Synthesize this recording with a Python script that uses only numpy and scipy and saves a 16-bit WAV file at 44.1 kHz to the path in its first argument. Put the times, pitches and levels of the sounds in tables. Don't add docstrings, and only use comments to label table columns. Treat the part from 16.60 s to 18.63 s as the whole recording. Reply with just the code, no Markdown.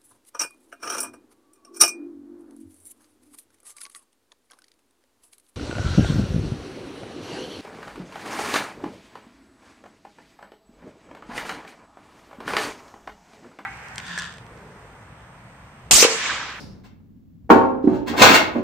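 import sys
import numpy as np
from scipy import signal
from scipy.io import wavfile

SR = 44100
rng = np.random.default_rng(int(sys.argv[2]) if len(sys.argv) > 2 else 0)


def gain_from_decibels(decibels):
    exponent = np.asarray(decibels, float) / 20
    return 10 ** exponent


def master(y):
    cut = np.clip(np.atleast_2d(y).T, -1, 1)
    pcm = np.round(cut * 32767)
    wavfile.write(sys.argv[1], SR, pcm.astype(np.int16))


N = 89522


def at_hz(points, hz):
    p = np.array(points)
    return np.interp(np.log(hz), np.log(p[:, 0]), p[:, 1])


def rms_one(x):
    return x / np.sqrt(np.mean(x ** 2) + 1e-20)


def unit(response):
    return response / np.sqrt(np.sum(response ** 2) / 2)


def through(x, response):
    return signal.fftconvolve(np.atleast_2d(x), response, axes=1)[:, :N]


def bands(spectrum, t60s, alike, size):
    out = 0
    t = np.arange(size) / SR
    edges_hz = 22 * 2 ** np.arange(0, 9.7, 1 / 3)
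    white = rng.standard_normal((2, 2, size))
    alike = np.clip(alike, -.95, .95)
    for k, (low, high) in enumerate(zip(edges_hz, edges_hz[1:])):
        band = signal.butter(2, [low, high], "band", fs=SR, output="sos")
        mid, side = signal.sosfilt(band, white[k % 2])
        hz = np.sqrt(low * high)
        gain = gain_from_decibels(at_hz(spectrum, hz) - 60 * t / max(at_hz(t60s, hz), .02))
        out = out + gain * (np.sqrt(1 + alike) * mid + np.sqrt(1 - alike) * side * [[1], [-1]])
    return unit(out)


def rumble():
    # (frequency [Hz], level [dB])
    noise_spectrum = [(15, -40.5), (25, -16), (108, -10), (149, -32), (180, -14), (206, -2.5), (300, -15.5),
                      (335, -41), (16000, -62.5)]
    # (frequency [Hz], level [dB], width [Hz])
    hums = [(95, -50.5, 12), (166.7, -54, 24), (253, -76, 30), (318, -71, 12)]
    endless = [(100, 1e6), (200, 1e6)]
    out = gain_from_decibels(-47) * rms_one(bands(noise_spectrum, endless, alike=0.27, size=N))
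    for hz, db, width_hz in hums:
        r = np.exp(-np.pi * width_hz / SR)
        resonator = [1, -2 * r * np.cos(2 * np.pi * hz / SR), r * r]
        hum = signal.lfilter([1], resonator, rng.standard_normal(N + SR))
        out += gain_from_decibels(db) * rms_one(hum[SR:])
    return out


def lift():
    # (frequency [Hz], level [dB])
    rasp_spectrum = [(200, -3), (700, -18.5), (3000, -29), (4300, -23.5), (5300, -17), (6500, -36),
                     (9000, -30), (16000, -68)]
    level_db, t60_s = -37, 0.49
    x = bands(rasp_spectrum, [(200, 2.98 * t60_s), (5000, t60_s)], alike=.3, size=SR)
    start_rms = np.sqrt(np.mean(x[:, :SR // 20] ** 2))
    return gain_from_decibels(level_db) * np.pad(x / start_rms, ((0, 0), (0, N - SR)))


def shake():
    level_db, low_hz, high_hz, start_s, rise_s = -45.5, 35, 110, 0.81, 0.033
    band = signal.butter(2, [low_hz, high_hz], "band", fs=SR, output="sos")
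    mid, side = signal.sosfilt(band, rng.standard_normal((2, N)))
    tremble = rms_one(mid * [[1.2], [.8]] + 0.19 * side * [[1], [-1]])
    return gain_from_decibels(level_db) * tremble * np.clip((np.arange(N) / SR - start_s) / rise_s, 0, 1)


def ringing(modes):
    # (frequency [Hz], phase spread between ears [rad])
    phase_spread = [(100, 1.2), (300, 0.18), (600, 1.3), (3000, 3.3), (9000, 5.4)]
    # (frequency [Hz], left minus right [dB])
    left_lean = [(60, -1), (240, -3.5), (950, 1), (3770, 7), (12000, 22)]
    longest_cycles = 750
    hz, db, t60_s = np.transpose(modes)[:, :, None]
    t = np.arange(SR) / SR
    turn = rng.standard_normal(hz.shape) * at_hz(phase_spread, hz) / 2
    lean = gain_from_decibels(at_hz(left_lean, hz) / 2)
    fade = gain_from_decibels(db) * np.exp(-np.log(1000) * t / np.clip(t60_s, .02, longest_cycles / hz))
    sines = fade * np.sin(2 * np.pi * hz * t)
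    cosines = fade * np.cos(2 * np.pi * hz * t)
    ears = []
    for gain, sign in ((lean, 1), (1 / lean, -1)):
        ear = (np.cos(turn) * gain).T @ sines + (sign * np.sin(turn) * gain).T @ cosines
        ears.append(ear[0])
    return unit(np.array(ears))


def sheet_metal(lines, lines_db, wall):
    # (frequency [Hz], t60 [s])
    wall_t60 = [(100, 1), (500, 0.24), (1500, 0.21), (4000, 0.22), (12000, 0.073)]
    count, wash_db = 190, 4
    draw = rng.random((count, 3))
    hz = 200 + 4500 * ((np.arange(count) + draw[:, 0]) / count) ** 1.5
    t60_s = at_hz(wall_t60, hz) * (.6 + .6 * draw[:, 1])
    db = at_hz(wall, hz) + 6 * draw[:, 2] - 10 * np.log10(t60_s / hz ** .33)
    crowd = ringing(np.c_[hz, db, t60_s])
    wash = bands(wall, wall_t60, alike=.3, size=SR)
    return crowd + gain_from_decibels(lines_db) * ringing(lines) + gain_from_decibels(wash_db) * wash


def contacts(rows, spread):
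    chatter = 2.14
    out = np.zeros(N + SR)
    t = np.arange(SR // 4) / SR
    for s, db, hz, length_s in rows:
        u = t / max(length_s, .001)
        force = rng.standard_normal(len(t)) * u * np.exp(-u)
        force[int(length_s * SR)] += np.sqrt(np.sum(force ** 2)) / chatter
        top_hz = min(hz * spread, 20000)
        force = signal.lfilter(*signal.butter(1, [hz / spread, top_hz], "band", fs=SR), force)
        force = signal.lfilter(*signal.butter(1, top_hz, fs=SR), force)
        start = int(s * SR)
        out[start:start + len(t)] += gain_from_decibels(db) * force / np.sqrt(np.sum(force ** 2))
    return out[:N]


def rub():
    # (time [s], level [dB])
    slide = [
        (1.46, -47),
        (1.485, -31.5),
        (1.529, -55.5),
        (1.562, -36.5),
        (1.598, -15),
        (1.659, -12.5),
        (1.76, -19),
        (1.81, -38.5),
        (1.879, -49),
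        (2.03, -54.5),
    ]
    ticks_per_s, spread_db = 3000, 3.5
    s, db = np.transpose(slide)
    ticks = (rng.random(N) < ticks_per_s / SR) * rng.choice([-1, 1], N)
    ticks = ticks * gain_from_decibels(spread_db * np.minimum(rng.exponential(1, N), 4))
    level_db = np.interp(np.arange(N) / SR, s, db, left=-140, right=-140) - 28.5
    return rms_one(ticks) * gain_from_decibels(level_db)


def desk_thuds(wire):
    # (time [s], level [dB], contact pitch [Hz], contact length [s])
    thuds = [(.906, -8.5, 283, 0.00597), (.95, -18.5, 279, 0.0059), (1.238, -18.5, 278, 0.0036),
             (1.268, -11.5, 270, 0.0044), (1.31, -24, 193, .01), (1.485, -25, 284, .015),
             (1.57, -25.5, 306, 0.007), (1.605, -16, 211, 0.0042), (1.69, -18, 303, 0.01084),
             (1.947, -20, 233, 0.0078), (1.98, -24.5, 213, 0.0073)]
    # (frequency [Hz], level [dB], t60 [s])
    desk_modes = [(95.6, -8, 0.62), (122.3, -11, 0.7), (193, -7, 0.055), (242, -6, 0.2),
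                  (294.3, 3.5, 0.079), (372, -5.5, 0.2)]
    felt = gain_from_decibels(-7.5) * signal.lfilter(*signal.butter(2, 700, fs=SR), wire)
    return gain_from_decibels(16.5) * through(contacts(thuds, spread=1.4) + felt, ringing(desk_modes))


def handle_on_rim(wire):
    # (time [s], level [dB], contact pitch [Hz], contact length [s])
    clanks = [
        (.232, -48, 3100, .012),
        (.901, -37, 9000, 0.0076),
        (1.22, -53, 2590, 0.023),
        (1.27, -48, 2000, 0.029),
        (1.325, -44, 2500, .02),
        (1.468, -28.5, 2560, .01),
        (1.562, -20.5, 2590, 0.017),
        (1.616, -3.5, 2160, .004),
        (1.645, -25.5, 3050, 0.014),
        (1.738, -10.5, 2820, .006),
    ]
    # (frequency [Hz], level [dB], t60 [s])
    rim_modes = [(318, -3, .9), (590, 0, .3), (1020, -5, .4), (1200, -7, .4), (1413, -5, .3),
                 (1567, -6, .4), (1836, -5, .26), (2020, -8, .35), (2412, -8, .35), (2750, -5, .25),
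                 (380, -5, .4), (4040, -13, .3), (820, -8, .3), (2273, -9, .3)]
    # (frequency [Hz], level [dB])
    rim_wall = [(100, -29), (300, -4.5), (600, 5), (1000, 5.5), (2500, -0.5), (7000, -9.5), (11000, -21),
                (16000, -21.5)]
    rim = sheet_metal(rim_modes, -3, rim_wall)
    return gain_from_decibels(25) * through(contacts(clanks, spread=8.1) + wire, rim)


def base_landings():
    # (time [s], level [dB], contact pitch [Hz], contact length [s])
    landings = [
        (.893, -23, 870, 0.0013),
        (.899, 0, 787, 0.004026),
        (.914, -7, 482, 0.00757),
        (.945, -19.5, 834, 0.00268),
        (1.015, -32, 820, 0.0027),
        (1.268, -24.5, 437, 0.00972),
        (1.31, -24, 648, 0.023),
        (1.52, -19, 778, .02),
        (1.616, -13, 630, 0.0042),
        (1.95, -23, 530, 0.008),
    ]
    # (frequency [Hz], level [dB], t60 [s])
    base_modes = [(236, -18, .7), (257, -14, 1.4), (292, -5, .4), (320, -8, .5), (386, -14, .7),
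                  (441, -9, 1.5), (533, -6, 1.0), (588, -6, .4), (678, -6, .6), (775, -9, .7),
                  (840, -7, .18), (910, -8, .6), (1082, -8, .35), (480, -9, .25)]
    # (frequency [Hz], level [dB])
    base_wall = [(90, -28), (300, 5.5), (800, 8.5), (1200, 4), (2000, -4.5), (4000, -10.5), (8000, -1.5),
                 (16000, 8.5)]
    base = sheet_metal(base_modes, 0.5, base_wall)
    return gain_from_decibels(13) * through(contacts(landings, spread=2.43), base)


def bucket():
    radiates_hz = 161
    wire = rub()
    x = base_landings() + handle_on_rim(wire) + desk_thuds(wire)
    return signal.sosfilt(signal.butter(2, radiates_hz, "high", fs=SR, output="sos"), x)


def scene():
    # (frequency [Hz], t60 [s])
    room_t60 = [(100, 1), (1000, 0.66), (8000, 0.22)]
    near = bucket()
    room = bands([(100, 14), (8000, 22.5)], room_t60, alike=0.3, size=SR // 2)
    room = np.pad(room, ((0, 0), (SR // 150, 0)))
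    return near + gain_from_decibels(-6) * through(near, room) + rumble() + lift() + shake()


def band_limit(x):
    return signal.sosfilt(signal.butter(12, 16100, fs=SR, output="sos"), x)


def record(dry):
    # (frequency [Hz], width [Hz], depth: negative adds [ratio])
    mid_dips = [(9050, 1000, 1.), (13200, 900, .95), (15000, 2000, -1.2)]
    cutoff_hz = 16700
    left, right = np.tanh(np.abs(dry) ** 2.596) ** 0.42 * np.sign(dry)
    mid, side = (left + right) / 2, (left - right) / 2
    for hz, width_hz, depth in mid_dips:
        for _ in range(2):
            mid = mid - depth * signal.lfilter(*signal.iirpeak(hz, hz / width_hz, fs=SR), mid)
    low_pass = signal.cheby2(12, 50, cutoff_hz, fs=SR, output="sos")
    mix = signal.sosfilt(low_pass, [mid + side, mid - side])
    return band_limit(np.clip(mix, -1, 1))


dry = scene()
out = record(dry)
master(out)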